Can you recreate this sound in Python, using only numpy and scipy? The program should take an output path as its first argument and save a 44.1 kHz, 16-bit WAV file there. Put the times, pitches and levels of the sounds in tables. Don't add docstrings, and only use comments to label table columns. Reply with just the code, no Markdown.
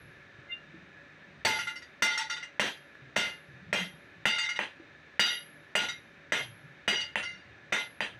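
import sys
import numpy as np
from scipy import signal
from scipy.fft import rfft, irfft, next_fast_len
from scipy.io import wavfile
from scipy.ndimage import uniform_filter1d

SR = 44100
rng = np.random.default_rng(int(sys.argv[2]) if len(sys.argv) > 2 else 0)


def log_audio(samples):
    frames = np.atleast_2d(samples).T
    limited = np.clip(frames, -1, 1)
    pcm = np.round(limited * 32767).astype(np.int16)
    wavfile.write(sys.argv[1], SR, pcm)


def invert_db(x):
    u = np.asarray(x, float) / 20
    return 10 ** u


N = 361179

# start in seconds, crack in dB, force in dB, anvil ring in dB.
BLOWS = [(1.449, -8, -1.5, -39), (2.0225, 5, -5, -27), (2.596, 5.5, -7, -28), (3.164, 2.5, -5.5, -33),
         (3.7286, 1, -8.5, -26), (4.255, 6, -5, -36), (4.5908, -0.5, -18, -64), (5.1946, 7.5, -2.5, -22),
         (5.7529, 3.5, -5, -48), (6.3212, 0.5, -8.5, -33), (6.8785, 0.5, -4.5, -31),
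         (7.1568, -0.5, -20, -62), (7.7231, -7, -10.5, -64), (8.0059, -2, -18.5, -69)]
# start in seconds, up-and-down bending in dB, sideways bending in dB,
# place along the bar (0 to about 0.5), tilt in dB per octave.
STRUCK = [(1.449, -4, -6, 0.26, 2), (2.0219, 3, -17, 0.26, 4.5), (2.5963, -14, -34, 0.25, 7),
          (3.16, -10, -20, 0.011, 0.5), (3.7287, -15.5, -24, 0.1, 5.5), (4.256, -7.5, -10.5, 0.0056, -1),
          (4.5901, -39, -43, 0.25, 1.5), (5.1956, -4, 4.5, 0.15, 0), (5.7527, -10, -8, 0.48, -7),
          (6.3218, -15, -13.5, 0.557, 2), (6.8776, -19, -8, 0.35, 1), (7.1572, -45, -32, 0.28, -2),
          (7.7236, -7.5, -19.5, 0.427, -2), (8.0059, -46.5, -35, 0.27, 15)]
# frequency in Hz, level in dB per Hz.
BLOWER = [(24, -62), (40, -23), (64, -16), (103, -6.5), (153, -9.5), (321, 0), (514, -9), (568, -7),
          (1110, -13.5), (1730, 1), (1960, -20.5), (2450, 2.5), (3070, -24), (3740, -14), (15000, -103)]


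def rms_one(x):
    return x / np.sqrt(np.mean(x ** 2) + 1e-20)


def at_hz(points, hz):
    table_hz, values = np.transpose(points)
    return np.interp(np.log(hz), np.log(table_hz), values)


def clicks(times, levels_db):
    out = np.full(N, 1e-18)
    out[(np.asarray(times) * SR).astype(int)] = invert_db(levels_db)
    return out


def ring(x, hz, t60):
    r, w = invert_db(-60 / (t60 * SR)), 2 * np.pi * hz / SR
    return signal.lfilter([0, np.sin(w)], [1, -2 * r * np.cos(w), r * r], x)


def fade(x, t60):
    return signal.lfilter([1], [1, -invert_db(-60 / (t60 * SR))], x)


def bands():
    edges = 40 * 2 ** np.arange(0, 8.8, 1 / 3)
    white = rng.standard_normal((2, N))
    for k, (low, high) in enumerate(zip(edges, edges[1:])):
        band_filter = signal.butter(2, [low, high], "band", fs=SR, output="sos")
        yield np.sqrt(low * high), signal.sosfilt(band_filter, white[k % 2])


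def drift(rate):
    knots = rng.standard_normal(400)
    return np.interp(np.arange(N) / SR * rate, np.arange(400), knots)


def background_air(hz, band, patchy_db=0.5):
    return band * invert_db(at_hz(BLOWER, hz) + patchy_db * drift(23)) / (1 + (hz / 8200) ** 6)


def blower(level_db=-57.5):
    # frequency in Hz, width in Hz, level in dB.
    duct_tones = [(568.4, 13.6, -69.5), (1722, 124, -59.5), (3673, 78, -74), (5910, 1100, -80.5),
                  (154, 9.2, -67.5), (75.5, 7, -73)]
    hiss = sum(background_air(hz, band) for hz, band in bands() if hz > 210)
    out = invert_db(level_db) * rms_one(hiss)
    for hz, width_hz, db in duct_tones:
        out += invert_db(db) * rms_one(ring(rng.standard_normal(N), hz, 3.0 / width_hz))
    return out


def rumble(lumps_db=7, shake_db=-37.5, shake_t60_s=0.36):
    # time in seconds, rumble in dB.
    gusts = [(0.0, -55.5), (0.84, -62.5), (1.71, -62), (2.76, -78.5), (3.78, -55), (3.94, -63),
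             (5.57, -66.5), (6.52, -59), (6.89, -65), (8.19, -56)]
    times, _, force_db, _ = np.transpose(BLOWS)
    shake = fade(clicks(times, force_db + shake_db), shake_t60_s)
    gain = invert_db(np.interp(np.arange(N) / SR, *np.transpose(gusts))) + shake
    low = sum(background_air(hz, band) * invert_db(lumps_db * drift(6)) for hz, band in bands() if hz <= 210)
    return gain * rms_one(low)


def hammer(contact_s=0.0014, head_swell_s=0.024):
    # frequency in Hz, level in dB, t60 in seconds.
    crack = [(920, -6, 0.0055), (1925, 14, 0.001), (2410, -15, 0.0089), (6200, -31, .01),
             (10300, -49, 0.028), (15100, -47, 0.035)]
    thud = [(210, -17, 0.12), (620, -1, 0.018)]
    anvil = [(2444, -9, .2), (3205, 4, .3), (4490, -10, .18), (6368, -12, .22), (13155, -29, .35)]
    head = [(11236, 6, .55)]
    head_side = [(2260, -1, .12), (2550, 0, .1), (2720, 7, .16), (2990, 1.5, .1), (7600, -20, .15),
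                 (9250, -17, .24), (10650, -29, .12)]
    # long ring in dB, side ring in dB.
    head_rings = [(-47, -31), (-64, -41), (-59, -34), (-57.5, -24), (-55, -49), (-83, -19), (-86, -37),
                  (-41, -23), (-52.5, -42), (-51, -50), (-73, -48), (-94, -25.5), (-54.5, -55),
                  (-83, -36.5)]
    # time in seconds, level in dB.
    head_before = (0.0, -68.5)
    times, *levels_db = np.transpose(BLOWS)
    levels_db += list(np.transpose(head_rings))
    rings = ring(clicks([head_before[0]], head_before[1]), head[0][0], head[0][2])
    for modes, level_db in zip((crack, thud, anvil, head, head_side), levels_db):
        swell_s = head_swell_s if modes is head else contact_s
        for hz, db, t60 in modes:
            strength = clicks(times, level_db + db + 2 * rng.standard_normal(len(times)))
            swell = np.exp(-1 / (swell_s * SR)) * np.exp(2j * np.pi * hz / SR)
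            push = signal.lfilter([1 - abs(swell)], [1, -swell], strength).real * 2
            rings += ring(push, hz, t60)
    return rings


def knocks():
    # start in seconds, level in dB, frequency in Hz, t60 in seconds.
    bumps = [(0.386, -45, 127, 0.1), (0.742, -43, 322, 0.12), (0.967, -49.5, 1680, 0.28),
             (1.229, -48, 1750, 0.18), (1.41, -48, 1773, 0.1), (2.953, -39.5, 1730, 0.028),
             (3.019, -47, 135, 0.22), (3.071, -51, 127, 0.12), (3.486, -46.5, 143, 0.3),
             (3.537, -45, 130, 0.24), (3.938, -44, 159, 0.17), (4.799, -44.5, 328, 0.14)]
    return sum(ring(clicks([s], db), hz, t60) for s, db, hz, t60 in bumps)


def slip():
    # frequency in Hz, level in dB, middle in seconds, half width in seconds.
    slide_tones = [(1415, -55, 0.517, 0.023), (2086, -38.5, .51, 0.012), (2795, -30, 0.532, 0.014),
                   (2860, -46, .535, 0.014), (3610, -42.5, 0.528, 0.0095)]
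    t = np.arange(SR) / SR
    out = np.zeros(SR)
    for hz, db, middle_s, half_s in slide_tones:
        after = t > middle_s
        distance = np.abs((t - middle_s) / half_s / np.where(after, 1.3, 1))
        swell = np.exp(-distance ** np.where(after, 0.85, 1.3))
        out += invert_db(db) * swell * np.sin(2 * np.pi * hz * t)
    return np.pad(out, (0, N - SR))


def contacts():
    # start in seconds, up-and-down bending in dB,
    # sideways bending in dB, place along the bar, tilt in dB per octave.
    rebounds = [(1.588, -24, -33, 0.24, 0), (1.67, -26.5, -49, 0.25, -6), (1.756, -38.5, -47, 0.23, 9.5),
                (1.82, -41, -43, 0.12, 1), (2.175, -17.5, -38, 0.11, 11), (2.189, -24, -36, 0.12, -4),
                (2.298, -24, -32, 0.11, 3.5), (2.365, -31.5, -34, 0.13, -2.5),
                (2.426, -32, -43.5, 0.36, -4.5), (4.382, -16.5, -23, 0.39, 4),
                (4.43, -26, -26.5, 0.57, 0.5), (4.488, -28, -24, 0.24, 3.5), (4.558, -35, -31, 0.54, 1.5),
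                (5.885, -41, -27, 0.43, 4), (7.0, -31, -30.5, 0.382, 2.5), (7.225, -33.5, -41, 0.24, 3.5)]
    return sorted(STRUCK + rebounds)


def clatter_db():
    levels = []
    for row in contacts():
        bending_db = max(row[1:3])
        levels.append(bending_db - 12 if row in STRUCK else 1.236 * bending_db - 4)
    return np.array(levels)


def place_db(modes, first_order, place):
    orders = first_order + np.arange(len(modes))
    return 20 * np.log10(np.abs(np.cos(np.pi * orders * place - np.pi / 4)) + 0.1)


def brightness_octaves(hz):
    return np.log2(np.minimum(hz, 7000) / 2500)


def bar(t60=0.2, dulling=0.12, chatter_db=5.0, wander=0.99, chatter_rate=60):
    # frequency in Hz, level in dB.
    bend = [(877, -15), (1425, -8), (2068, -3), (2812, -4), (3600, -8), (4485, -17), (5485, -20),
            (6590, -25), (7790, -34), (9055, -35), (10350, -40)]
    across = [(1436, -8), (2124, -2), (2894, -1), (3762, -11), (4764, -12), (5820, -20), (6900, -32),
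              (8183, -41), (9475, -46)]
    lengthwise = [(1936, 0), (3917, -8), (5873, -10)]
    # frequency in Hz, level in dB, t60 in seconds.
    tap = [(1397, 0, 0.091), (1940, -18, 0.042)]
    # time in seconds, ring time factor, lowest mode in dB.
    grip = [(1.45, 1.05, 15.5), (1.82, 0.73, -15), (2.02, 1.06, 6.5), (2.3, 1.2, 0), (2.43, 0.67, -16),
            (3.16, 1.26, -7), (3.73, 1.26, -8), (4.26, 1.65, -4.5), (4.59, 0.6, 6.5), (5.2, 1.22, -11),
            (5.75, 0.96, 1), (6.32, 0.86, -12), (6.88, 1.63, -4), (7.16, 0.61, -14), (7.23, 2.2, -16),
            (7.72, 0.92, -13), (8.0, 0.53, -16)]
    damp_s, survives = 0.012, 0.18
    touches = contacts()
    out = np.zeros(N)
    for hz, db, t60_s in tap:
        out += ring(clicks(np.array(touches)[:, 0], clatter_db() + db), hz, t60_s)
    ends = [row[0] for row in touches[1:]] + [N / SR]
    hz, modes_db = np.transpose(bend + across + lengthwise)[:, :, None]
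    bend_octaves = brightness_octaves(np.array(bend)[:, 0])
    across_octaves = brightness_octaves(np.array(across)[:, 0])
    grip_s, factors, lowest = np.transpose(grip)
    for (start, db, side_db, place, tilt_db), end in zip(touches, ends):
        factor = np.interp(start, grip_s, factors)
        at = int(start * SR)
        t = np.arange(0, min(int(0.45 * SR), N - at - 8), 8) / SR
        hammered = np.min(np.abs(np.array(BLOWS)[:, 0] - start)) < 0.006
        rise_s = 0.0057 if hammered else 0.004

        upright_db = db + place_db(bend, 3.5, place) + tilt_db * bend_octaves
        upright_db[0] += np.interp(start, grip_s, lowest)
        across_db = side_db + place_db(across, 4.5, place) + (tilt_db - 1) * across_octaves
        along_db = np.full(len(lengthwise), max(db, side_db) + (-11 if hammered else -9))
        struck_db = np.concatenate([upright_db, across_db, along_db])[:, None]
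        decay_db = -60 * t / (t60 * factor * (3000 / hz) ** dulling)

        knots = rng.standard_normal((2 * len(hz), 80))
        flutter = np.array([np.interp(t * chatter_rate, np.arange(80), row) for row in knots])
        flutter_db = chatter_db * np.clip(hz / 2200, 0, 1) * flutter[::2]
        phase = rng.uniform(0, 2 * np.pi, hz.shape) + wander * flutter[1::2]

        since_next = np.maximum(t - end + start, 0)
        deadened = np.exp(-since_next / (damp_s * (3000 / hz) ** 2))
        shape = (1 - np.exp(-t / rise_s)) * (survives + (1 - survives) * deadened)
        gain = shape * invert_db(modes_db + struck_db + decay_db + flutter_db)
        gain, phase = np.repeat([gain, phase], 8, axis=2)
        fine = np.arange(gain.shape[1])
        out[at + fine] += np.sum(gain * np.sin(2 * np.pi * hz * fine / SR + phase), axis=0)
    return out


def loose_iron(x, ripple_hz=110, rib_db=7):
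    size = next_fast_len(N)
    hz = np.arange(size // 2 + 1) * SR / size
    ribs = np.interp(hz / ripple_hz, np.arange(400), rng.standard_normal(400))
    colour = invert_db(rib_db * ribs * np.clip(hz / 5000, 0, 1)) / (1 + (hz / 15800) ** 40)
    folded = irfft(np.log(colour), size) * np.where(np.arange(size) < size / 2, 2, 0)
    folded[0] /= 2
    return irfft(rfft(x, size) * np.exp(rfft(folded)), size)[:N]


def wash(blow_db=-6, rise_s=0.0038, dulling=1.0, thinning=0.3, grain_db=2.5,
         clatter_hz=1300, clatter_life=0.72, clatter_dulling=0.53):
    # frequency in Hz, level in dB per Hz.
    wash_colour = [(59, -26), (100, 0.5), (210, 7), (471, 5.5), (930, 3), (1170, -2.5), (1580, 9.5),
                   (3250, 3), (4980, -5.5), (6420, 1), (8280, -6.5), (13500, -15), (16000, -26)]
    # frequency in Hz, t60 in seconds.
    wash_t60 = [(150, 0.18), (500, 0.23), (2000, 0.22), (5000, 0.29), (8000, 0.12), (15000, 0.16)]
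    times, _, force_db, _ = np.transpose(BLOWS)
    touch_times = np.array(contacts())[:, 0]
    out, power, fill = np.zeros(N), 0, np.exp(-1 / (rise_s * SR))
    for hz, band in bands():
        band = band * invert_db(at_hz(wash_colour, hz))
        power += np.mean(band ** 2)
        t60 = at_hz(wash_t60, hz)
        loss = dulling * max(np.log2(hz / 3000), 0) ** 0.87 + thinning * max(np.log2(600 / hz), 0)
        dying = fade(clicks(times, force_db * (1 + loss) + blow_db), t60)
        touch_db = clatter_db() * (1 + clatter_dulling * max(np.log2(hz / 6000), 0))
        rattle = fade(clicks(touch_times, touch_db), clatter_life * t60)
        dying += rattle * np.clip(hz / clatter_hz, 0, 1) ** 3
        swelling = signal.lfilter([1 - fill], [1, -fill], dying)
        out += band * invert_db(grain_db * drift(45)) * swelling
    return loose_iron(out) / np.sqrt(power)


def shed(x, t60=0.19, wet_db=-8):
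    t = np.arange(int(0.25 * SR)) / SR
    echoes = rng.standard_normal(len(t)) * invert_db(-60 * t / t60) * (t > 0.004)
    echoes = echoes / np.sqrt(np.sum(echoes ** 2))
    return x + invert_db(wet_db) * signal.fftconvolve(x, echoes)[:N]


def scene():
    rings = shed(hammer() + slip() + bar())
    return (blower() + rumble() + rings + knocks() + wash())[None]


def low_pass(x):
    return signal.sosfilt(signal.butter(12, 16830, fs=SR, output="sos"), x)


def record(dry):
    threshold_db, squeeze, release_db_per_s = -33.5, 0.71, 625
    sense_s, smooth_s, ahead_s = 0.0045, 0.021, 0.0007
    dry = signal.sosfilt(signal.butter(2, 62, "high", fs=SR, output="sos"), dry)
    level_db = 10 * np.log10(uniform_filter1d(dry[0] ** 2, int(sense_s * SR)) + 1e-12)
    fall = release_db_per_s * np.arange(N) / SR
    held_db = np.maximum.accumulate(level_db + fall) - fall
    cut_db = squeeze * np.maximum(held_db - threshold_db, 0)
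    cut_db = uniform_filter1d(cut_db, int(smooth_s * SR))
    cut_db = np.interp(np.arange(N) + ahead_s * SR, np.arange(N), cut_db)
    return low_pass(dry * invert_db(-cut_db))


dry = scene()
out = record(dry)
log_audio(out)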